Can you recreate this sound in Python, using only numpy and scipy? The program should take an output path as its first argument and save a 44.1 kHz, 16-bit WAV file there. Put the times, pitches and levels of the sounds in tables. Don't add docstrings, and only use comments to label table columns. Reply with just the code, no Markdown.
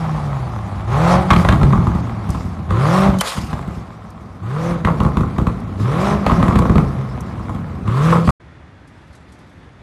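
import sys
import numpy as np
from scipy import signal
from scipy.fft import rfft, irfft
from scipy.io import wavfile
from scipy.ndimage import uniform_filter1d

SR = 44100
rng = np.random.default_rng(int(sys.argv[2]) if len(sys.argv) > 2 else 0)


def waveform_to_disk(signal):
    frames = np.transpose(np.atleast_2d(signal))
    scaled = np.clip(frames, -1, 1) * 32767
    samples = np.round(scaled).astype(np.int16)
    wavfile.write(sys.argv[1], SR, samples)


def invert_db(x):
    u = np.asarray(x, float) / 20
    return 10 ** u


N = 433062

# f/Hz, width/Hz, level/dB
TIP = [(1060, 151, 3), (1295, 217, -1.5)]
# f/Hz, width/Hz, level/dB
SILENCER = [(59.7, 16.7, 2), (107, 39.7, 0), (146.7, 44.4, 1.5), (210.5, 61.6, -1), (289, 46, -5.5),
            (346.3, 89, -11)]
# f/Hz, width/Hz, level/dB
PIPE = [(467, 120, -0.5), (655, 131, 1), (795, 156, -0.5)]
# f/Hz, width/Hz, level/dB
RIM = [(1470, 590, 2), (2210, 760, 1), (3320, 1020, -4.5), (4200, 1130, -14)]
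# f/Hz, level/dB
BOOM = [(85, -2.5), (110, -0.5), (128, 1.5), (138, 4.5), (148, 3.5), (162, -2.5), (190, -7)]
# down t/s, up t/s, peak gas flow level/dB, firing tone level/dB, growl over flow level/dB
BLIPS = [
    (.875, 1.158, -18.5, -13.5, 3),
    (2.695, 3.057, -19.5, -13, -2.5),
    (4.422, 4.72, -28.5, -19.5, 0.5),
    (5.803, 6.126, -23, -16, -1),
    (7.857, 8.15, -22, -11.5, -8.5),
]
RELEASE_S = 0.12
VENT_FALL_DB_PER_S = -89.5


def evened(x):
    return x / np.sqrt(np.mean(x ** 2) + 1e-20)


def steady(x):
    return x / np.sqrt(abs(uniform_filter1d(x ** 2, 8192)) + 1e-12)


def read(points, hz):
    f, value = np.transpose(points)
    return np.interp(np.log(hz + 1), np.log(f + 1), value)


def moments():
    return np.arange(0, N, 32) / SR


def line(points):
    return np.interp(moments(), *np.transpose(sorted(points)))


def fine(control):
    return np.interp(np.arange(N) / SR, moments(), control)


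def together(*levels_db):
    return 10 * np.log10(sum(invert_db(db) ** 2 for db in levels_db))


def waver(db, hz):
    steps = rng.standard_normal(400)
    return invert_db(db * np.interp(np.arange(N) / SR * hz, np.arange(len(steps)), steps))


def ring(x, modes):
    out = 0
    for k, (hz, width, db) in enumerate(modes):
        out = out + (-1) ** k * invert_db(db) * signal.lfilter(*signal.iirpeak(hz, hz / width, SR), x)
    return out


def focus(x, modes, hz, width):
    return ring(ring(x, modes), [(hz, width, 0)])


def noise(spectrum, patchy_db, flicker_db):
    frames, hz = N // 128 + 5, np.fft.rfftfreq(512, 1 / SR)
    a, b, patches = rng.standard_normal((frames, 257, 3)).T
    patches = uniform_filter1d(patches, size=8, axis=0)
    patches = evened(uniform_filter1d(patches, size=16, axis=1))
    flicker = evened(uniform_filter1d(rng.standard_normal(frames), size=5))
    level_db = read(spectrum, hz)[:, None] + patchy_db * patches + flicker_db * flicker
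    z = (a + 1j * b) * invert_db(level_db)
    return evened(signal.istft(z, nperseg=512, noverlap=384)[1][:N])


def bursts(events, rise_s, t60_s):
    t = np.arange(4000) / SR
    out = np.zeros(N + len(t))
    for s, db, hz in events:
        shape = invert_db(db - 60 * t / t60_s) * np.minimum(t / rise_s, 1)
        spray = focus(rng.standard_normal(len(t)), [(hz, 900, 3), (9000, 8000, -2)], 5900, 9000)
        out[round(s * SR):][:len(t)] += 0.79 * shape * spray
    return out[:N]


def street():
    # f/Hz, level/dB per Hz
    hum_spectrum = [(15, -52), (25, -25), (71, 2.5), (234, -9), (273, -8.5), (437, -16), (1870, -20.5),
                    (3070, -32), (3500, -29), (3780, -34.5), (9390, -50.5), (10700, -53), (12500, -60),
                    (16200, -94), (22000, -120)]
    hz = np.fft.rfftfreq(N, 1 / SR)
    hum = evened(irfft(rfft(rng.standard_normal(N)) * invert_db(read(hum_spectrum, hz)), N))
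    swell = evened(uniform_filter1d(rng.standard_normal(N), size=4000))
    return invert_db(-42.5) * invert_db(.7 * swell) * hum


def rustle():
    centre_s, width_s = 9.3, 0.47
    swell = np.exp(-((np.arange(N) / SR - centre_s) / width_s) ** 2)
    return invert_db(-64) * swell * noise([(2000, -30), (3500, 4), (7000, -6), (11000, -10)], 3.0, 2.5)


def scuffs():
    # t/s, level/dB, f/Hz
    steps = [
        (8.872, -46, 4300),
        (9.07, -56, 3600),
        (9.125, -49, 3480),
        (9.148, -42, 3610),
        (9.319, -42, 3510),
        (9.385, -48, 3590),
    ]
    return bursts(steps, rise_s=.006, t60_s=0.11)


def walls(x):
    # f/Hz, t60/s
    decay = [(60, 0.3), (300, 0.55), (1200, 0.29), (4000, 0.17), (14000, 0.42)]
    taps = np.zeros(SR // 2)
    at = np.arange(500, SR // 2 - 20, 20)
    taps[at + rng.integers(0, 20, len(at))] = rng.choice([-1., 1.], len(at))
    hz, t, z = signal.stft(taps, SR, nperseg=256)
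    tail = signal.istft(z * invert_db(-60 * t / read(decay, hz)[:, None]), SR, nperseg=256)[1]
    return signal.fftconvolve(x, tail / np.linalg.norm(tail))[:N]


def hollow(x):
    # f/Hz, width/Hz, level/dB
    near_colour = [(465, 100, -1), (804, 140, -3), (235, 60, -6), (72, 40, -6)]
    fade_s = 4.6
    share = np.clip(0.71 * (1 - (np.arange(N) / SR / fade_s) ** 2), 0, 1)
    return x - share * ring(x, near_colour)


def ticks():
    # t/s, level/dB, f/Hz
    taps = [
        (2.29, -28.5, 6300),
        (2.302, -20, 4700),
        (3.1853, -16, 4070),
        (3.1995, -23, 3760),
        (3.208, -3, 3980),
        (4.102, -36, 4240),
        (5.0313, -29, 3560),
        (5.6001, -36, 3670),
        (6.5864, -17, 4200),
        (7.205, -24, 5700),
    ]
    # t/s, length/s, f/Hz, level/dB
    chirp = (3.192, .019, 3080, -15)
    out = bursts(taps, rise_s=0.0028, t60_s=0.034)
    s, length, hz, db = chirp
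    t = np.arange(4000) / SR
    whistle = (t < length) * (t / length) ** 2 * np.sin(2 * np.pi * hz * t)
    out[round(s * SR):][:len(t)] += invert_db(db) * whistle
    return out


def backfires():
    # t/s, crack level/dB, thump level/dB, snap level/dB
    backfire_pops = [(1.221, -29, -36, -32.5), (1.304, 1, -17.5, -8), (1.31, -6, -4.5, -11), (1.333, -4, -10, -13),
                     (1.362, -8.5, -7.5, -16.5), (1.448, -4.5, -14, -19), (1.487, -5.5, -7.5, -11),
                     (1.524, -11.5, -7, -16), (1.613, -13, -15, -33.5), (1.631, -16, -5, -20),
                     (1.726, -34, -16, -22), (1.731, -4, -8.5, -35), (1.755, -16.5, -12, -38),
                     (1.777, -16, -10.5, -47), (1.869, -9, -9.5, -28.5), (1.95, -22, -11, -31.5),
                     (2.29, -23, -15, -36), (2.347, -17, -18, -35.5),
                     (2.706, -10.5, -13, -26),
        (3.139, -18, -25, -32),
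        (3.211, -8, -34, -14),
        (3.374, -19.5, -16, -26),
        (3.529, -16, -16, -30),
        (3.676, -38, -19, -37),
                     (4.433, -27, -35, -50), (4.848, -14, -9, -14.5), (4.872, -6, -29, -31), (4.883, -6, -26, -42),
              (4.901, -18, -18, -38), (5.002, -10.5, -8.5, -23.5), (5.049, -11.5, -13, -30),
              (5.063, -13.5, -14, -38), (5.17, -8.5, -10, -23), (5.207, -13, -10.5, -31),
              (5.233, -15.5, -19, -45), (5.382, -11, -11.5, -26), (5.414, -31, -11, -37),
              (5.468, -10, -10, -26.5),
                     (5.798, -23, -19, -33), (6.264, -4, -13, -16), (6.296, -7.5, -20, -29),
              (6.317, -9.5, -5, -21.5), (6.353, -36, -14.5, -41), (6.401, -16, -12.5, -37),
              (6.427, -5, -7, -18), (6.481, -8.5, -9, -18.5), (6.508, -5, -21, -43), (6.556, -7, -6, -20),
              (6.589, -8.5, -7.5, -23.5), (6.621, -7.5, -15, -28), (6.653, -7.5, -14.5, -28.5),
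              (6.696, -9.5, -6, -23), (6.756, -10, -3, -23), (6.78, -6.5, -12, -19), (7.394, -27, -41, -50),
              (7.493, -16.5, -24, -37), (7.547, -23, -20, -38),
                     (7.877, -14, -17, -31),
        (7.971, -13, -33, -38),
        (8.124, -3, -27, -33),
        (8.155, -9, -37, -28),
        (8.275, -9, -7, -24),
        (8.29, -5.5, -13, -26.5),
    ]
    # t/s, thump level/dB
    thuds = [
        (2.45, -17.5),
        (3.085, -9.5),
        (3.43, -20),
        (3.77, -22.5),
        (4.21, -30),
        (7.6, -23),
    ]
    muffled = [(at, db - 18, db, db - 34.5) for at, db in thuds]
    pops = backfire_pops + muffled
    s, crack_db, thump_db, snap_db = np.transpose(pops)
    fizz_db = -29 + 0.49 * snap_db

    t = np.arange(4500) / SR
    a, b, c, d = rng.standard_normal((len(s), 4, len(t))).transpose(1, 0, 2)
    ragged = invert_db(3.6 * evened(uniform_filter1d(d, size=130)))
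    shock = a * (invert_db(-60 * t / 0.011) + 0.24 * ragged * invert_db(-60 * t / 0.13))
    crack = focus(shock, TIP, 1200, 1500) - invert_db(-3.5) * focus(shock, PIPE, 590, 1040)
    snap = ring(c * (invert_db(-60 * t / 0.025) + 0.16 * ragged * invert_db(-60 * t / 0.092)), RIM)
    pulse = (1 - t / 0.0038) * np.exp(-t / 0.0022)
    blow = pulse + .5 * uniform_filter1d(b, size=30) * invert_db(-60 * t / 0.6)
    thump = ring(blow, SILENCER) * invert_db(-60 * t / 0.17)
    hiss = np.diff(d, prepend=0) * (invert_db(-60 * t / 0.068) + .2 * invert_db(-60 * t / 0.16))
    fizz = ring(hiss, [(6660, 2500, 0)])

    layers = ((crack_db, crack), (thump_db + 6.5, thump), (fizz_db + 4, fizz), (snap_db + 5.0, snap))
    bangs = sum(invert_db(db)[:, None] * x / abs(x).max(axis=1, keepdims=True) for db, x in layers)
    out = np.zeros(N + len(t))
    for at, bang in zip(s, bangs):
        out[round(at * SR):][:len(t)] += bang
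    return out[:N]


def throttle():
    t = np.arange(N) / SR
    opened = sum((t > down) & (t < up + RELEASE_S) for down, up, *_ in BLIPS)
    return .15 + .85 * uniform_filter1d(opened * 1., size=1500)


def vent(s, db, fall_db_per_s):
    since = moments() - s - 0.05
    return db + np.maximum(np.where(since < 0, 250, fall_db_per_s) * since, -90)


def pedal():
    jump_s, build_s, shut, boost_db, coast_growl_db = 0.05, 0.25, -80, 3, 0
    stab, tone, lump, boost, growl = [], [], [], [], []
    for down, up, peak, tone_db, growl_db in BLIPS:
        end, leapt, built = up + RELEASE_S, down + jump_s, down + build_s
        thud = .6 * (peak + 22)
        stab += [(down - .02, shut), (down, peak - 18), (leapt, peak - 8), (built, peak), (up, peak - 1),
                 (end, peak - 16), (end + .03, shut)]
        tone += [(down - .02, shut), (down, tone_db - 5), (leapt, tone_db - 3), (down + 0.21, tone_db),
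                 (up + 0.046, tone_db), (up + 0.048, tone_db - 5.5), (end + 0.022, tone_db - 8.5),
                 (end + 0.097, shut)]
        lump += [(down - .02, shut), (down, thud), (up - .09, thud), (up, thud + 10.5), (end, thud - 1),
                 (end + .03, shut)]
        boost += [(down, 0), (leapt, -boost_db), (built, boost_db), (up + .02, -1), (end, 0)]
        growl += [(down, coast_growl_db), (leapt, growl_db - 7), (built, growl_db), (up, growl_db),
                  (end + 0.024, coast_growl_db)]
    return map(line, (stab, tone, lump, boost, growl))


def overrun():
    # start t/s, gas flow level/dB, calm from t/s, calm flow level/dB, unburnt fuel level/dB
    shut = [
        (0.0, -31.5, 0.49, -35.5, 11.5),
        (1.3, -27.5, 2.49, -40, 15.5),
        (3.5, -35, 3.88, -43.5, 11),
        (4.86, -34, 5.5, -39.5, 16.5),
        (6.28, -26, 7.03, -37.5, 15.5),
    ]
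    coast, fuel = [], []
    for (start, flow_db, calm, calm_db, fuel_db), (down, *_) in zip(shut, BLIPS):
        coast += [(start - .03, flow_db - 7.5), (start, flow_db), (calm, calm_db),
                  (down, calm_db - 5 * (down - calm))]
        fuel += [(start, fuel_db - 1.5), (start + 0.17, fuel_db), (calm, fuel_db), (down, fuel_db + 3.5)]
    return line(coast), line(fuel)


def levels(hz):
    # t/s, level/dB
    puffs = [
        (1.33, -36),
        (2.275, -41.5),
        (2.4, -53),
        (3.7, -51.5),
        (5.77, -44),
        (8.25, -32.5),
    ]
    # t/s, level/dB
    surges = [
        (.93, -16),
        (1.6, -7.5),
        (2.69, -14),
        (3.1, -16),
        (4.86, -20.5),
        (5.8, -14),
        (6.72, -13.5),
        (6.95, -19),
    ]
    stab, tone, lump, boost, growl = pedal()
    coast, fuel = overrun()
    off = 3.222
    blow = vent(off, -25.5, VENT_FALL_DB_PER_S)
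    lost = line([(off, 0), (off + .15, -6), (off + 1.154, -6), (off + 1.2, 0)])
    stall = line([(off - .02, 0), (off, -11.5), (off + .1, -11.5), (off + .14, 0)])
    flow = together(stab, coast)
    boom = read(BOOM, hz)
    swells = [vent(*row, -71.5) for row in surges]
    sighs = [vent(*row, VENT_FALL_DB_PER_S) for row in puffs]
    tone_db = together(tone + 0.13 * boom, coast + lost + 10.5 + boom, *swells) + 2 * stall
    rasp_db = together(flow, blow - .5)
    burble_db = together(lump - 26, coast + fuel) + stall
    rush_db = together(flow - 15.5 + boost, blow, *sighs)
    growl_db = together(flow + growl, blow - 5)
    return tone_db, rasp_db, burble_db, rush_db, growl_db


def firings(turns, uneven_db):
    cylinder_db = [-11.5, -3, -14.5, -3.5, -9, -10.5, 0, -7]
    at = np.flatnonzero(np.diff(np.floor(turns), prepend=0))
    chance = rng.standard_normal(4000)[:len(at)]
    clicks = np.zeros(N)
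    clicks[at] = invert_db(np.resize(cylinder_db, len(at)) + uneven_db[at] * chance)
    return clicks


def firing_tone(hz, turns, load):
    # multiple of the firing rate, level/dB
    orders = [(.5, -15), (.75, -10), (.875, -17), (1.75, -16), (2, -13), (2.75, -23), (3, -14.5),
              (3.25, -20), (3.5, -21), (4, -25), (4.5, -24), (5, -24)]
    tone = waver(1.4, 14) * np.sin(2 * np.pi * turns)
    for k, db in orders:
        reach = np.clip((k * hz - 265) / 70, .1, 1.3) ** (k > 1)
        level = invert_db(db + (k < 1) * read(BOOM, k * hz))
        wave = np.sin(2 * np.pi * (k * turns + rng.random()))
        tone += np.maximum(load, .3) * reach * waver(1.7, 14) * level * wave
    return np.sqrt(2) * tone


def engine():
    # t/s, firing rate f/Hz
    revs = [
        [(0.0, 164.8), (0.32, 139.5), (0.56, 111.2), (0.76, 95.5), (0.87, 102.7)],
        [(0.97, 146.4), (1.02, 163.2), (1.11, 179.4), (1.34, 189.7), (1.6, 146.5), (1.9, 119.2), (2.06, 117.4),
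         (2.36, 93.4), (2.68, 79.35)],
        [(2.74, 103.5), (2.9, 165.3), (2.95, 184.5), (3.06, 197.5), (3.2, 185), (3.55, 148), (3.78, 123.1),
         (4.1, 102.6), (4.4, 87)],
        [(4.47, 113.2), (4.56, 148.2), (4.61, 163.5), (4.7, 173.1), (4.89, 161), (5.05, 141.5), (5.35, 125),
         (5.65, 102.4), (5.78, 93.2)],
        [(5.84, 110), (5.98, 172.1), (6.05, 199.7), (6.14, 205.6), (6.4, 186.6), (6.7, 168), (6.84, 139.2),
         (7.14, 125), (7.8, 86)],
        [(7.9, 110.2), (8.02, 148.4), (8.06, 161.1), (8.11, 168.8), (8.32, 167.4)],
    ]
    # f/Hz, level/dB per Hz
    rush_spectrum = [(880, -33.5), (1500, -13), (1560, -3), (2700, -2.5), (4230, -5.5), (4510, -3.5),
                     (10200, -14), (14000, -23.5)]
    hz = uniform_filter1d(line(sum(revs, [])), size=38)
    hz, tone_db, rasp_db, burble_db, rush_db, growl_db = map(fine, (hz, *levels(hz)))
    turns = np.cumsum(hz) / SR
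    load = throttle() * invert_db(np.clip(0.54 * (growl_db + 29), -9, 0))
    tone = firing_tone(hz, turns, load)

    clicks = firings(turns, 4.5 - 2.2 * load)
    hang = np.exp(-np.arange(900) / SR / 0.002)
    puffs = signal.oaconvolve(clicks, hang)[:N]
    gas = (puffs + 0.98) * rng.standard_normal(N) + 9 * clicks
    rasp = focus(gas, TIP, 1200, 1500) - invert_db(-14) * ring(gas, RIM)
    growl = -focus(gas + 9 * load * clicks, PIPE, 670, 920)
    lumps = firings(turns, 6.5 - 2.4 * load) + 0.12 * rng.standard_normal(N)
    burble = focus(lumps, SILENCER, 131, 390)
    rush = noise(rush_spectrum, 2.5, 1.15) * (1 + 0.17 * puffs)
    layers = ((rasp_db, rasp), (growl_db - 0.5, growl), (burble_db - 4, burble), (rush_db, rush))
    return invert_db(tone_db - 2.0) * tone + sum(invert_db(db) * steady(x) for db, x in layers)


def scene():
    cut_s, street_s = 8.307, 8.398
    t = np.arange(N) / SR
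    bangs = backfires()
    night = hollow(engine() + bangs + invert_db(-5) * walls(bangs)) + ticks()
    night = signal.lfilter(*signal.butter(2, 45, "high", fs=SR), night)
    band = signal.firwin(301, 11800, window=("kaiser", 7), fs=SR)
    day = signal.oaconvolve(street() + scuffs() + rustle(), band, "same")
    night_gate = np.clip((cut_s - t) / 0.00098, 0, 1)
    day_gate = np.clip((t - street_s) / 0.0039, 0, 1)
    return (night * night_gate + day * day_gate)[None]


def roll_off(x):
    return signal.sosfilt(signal.butter(12, 14120, fs=SR, output="sos"), x)


def record(dry):
    x = dry / (1 + abs(dry / .69) ** 10) ** (1 / 10)
    band = signal.firwin(201, 14000, window=("kaiser", 3), fs=SR)
    x = signal.oaconvolve(x, band[None], "same")
    return roll_off(x)


dry = scene()
out = record(dry)
waveform_to_disk(out)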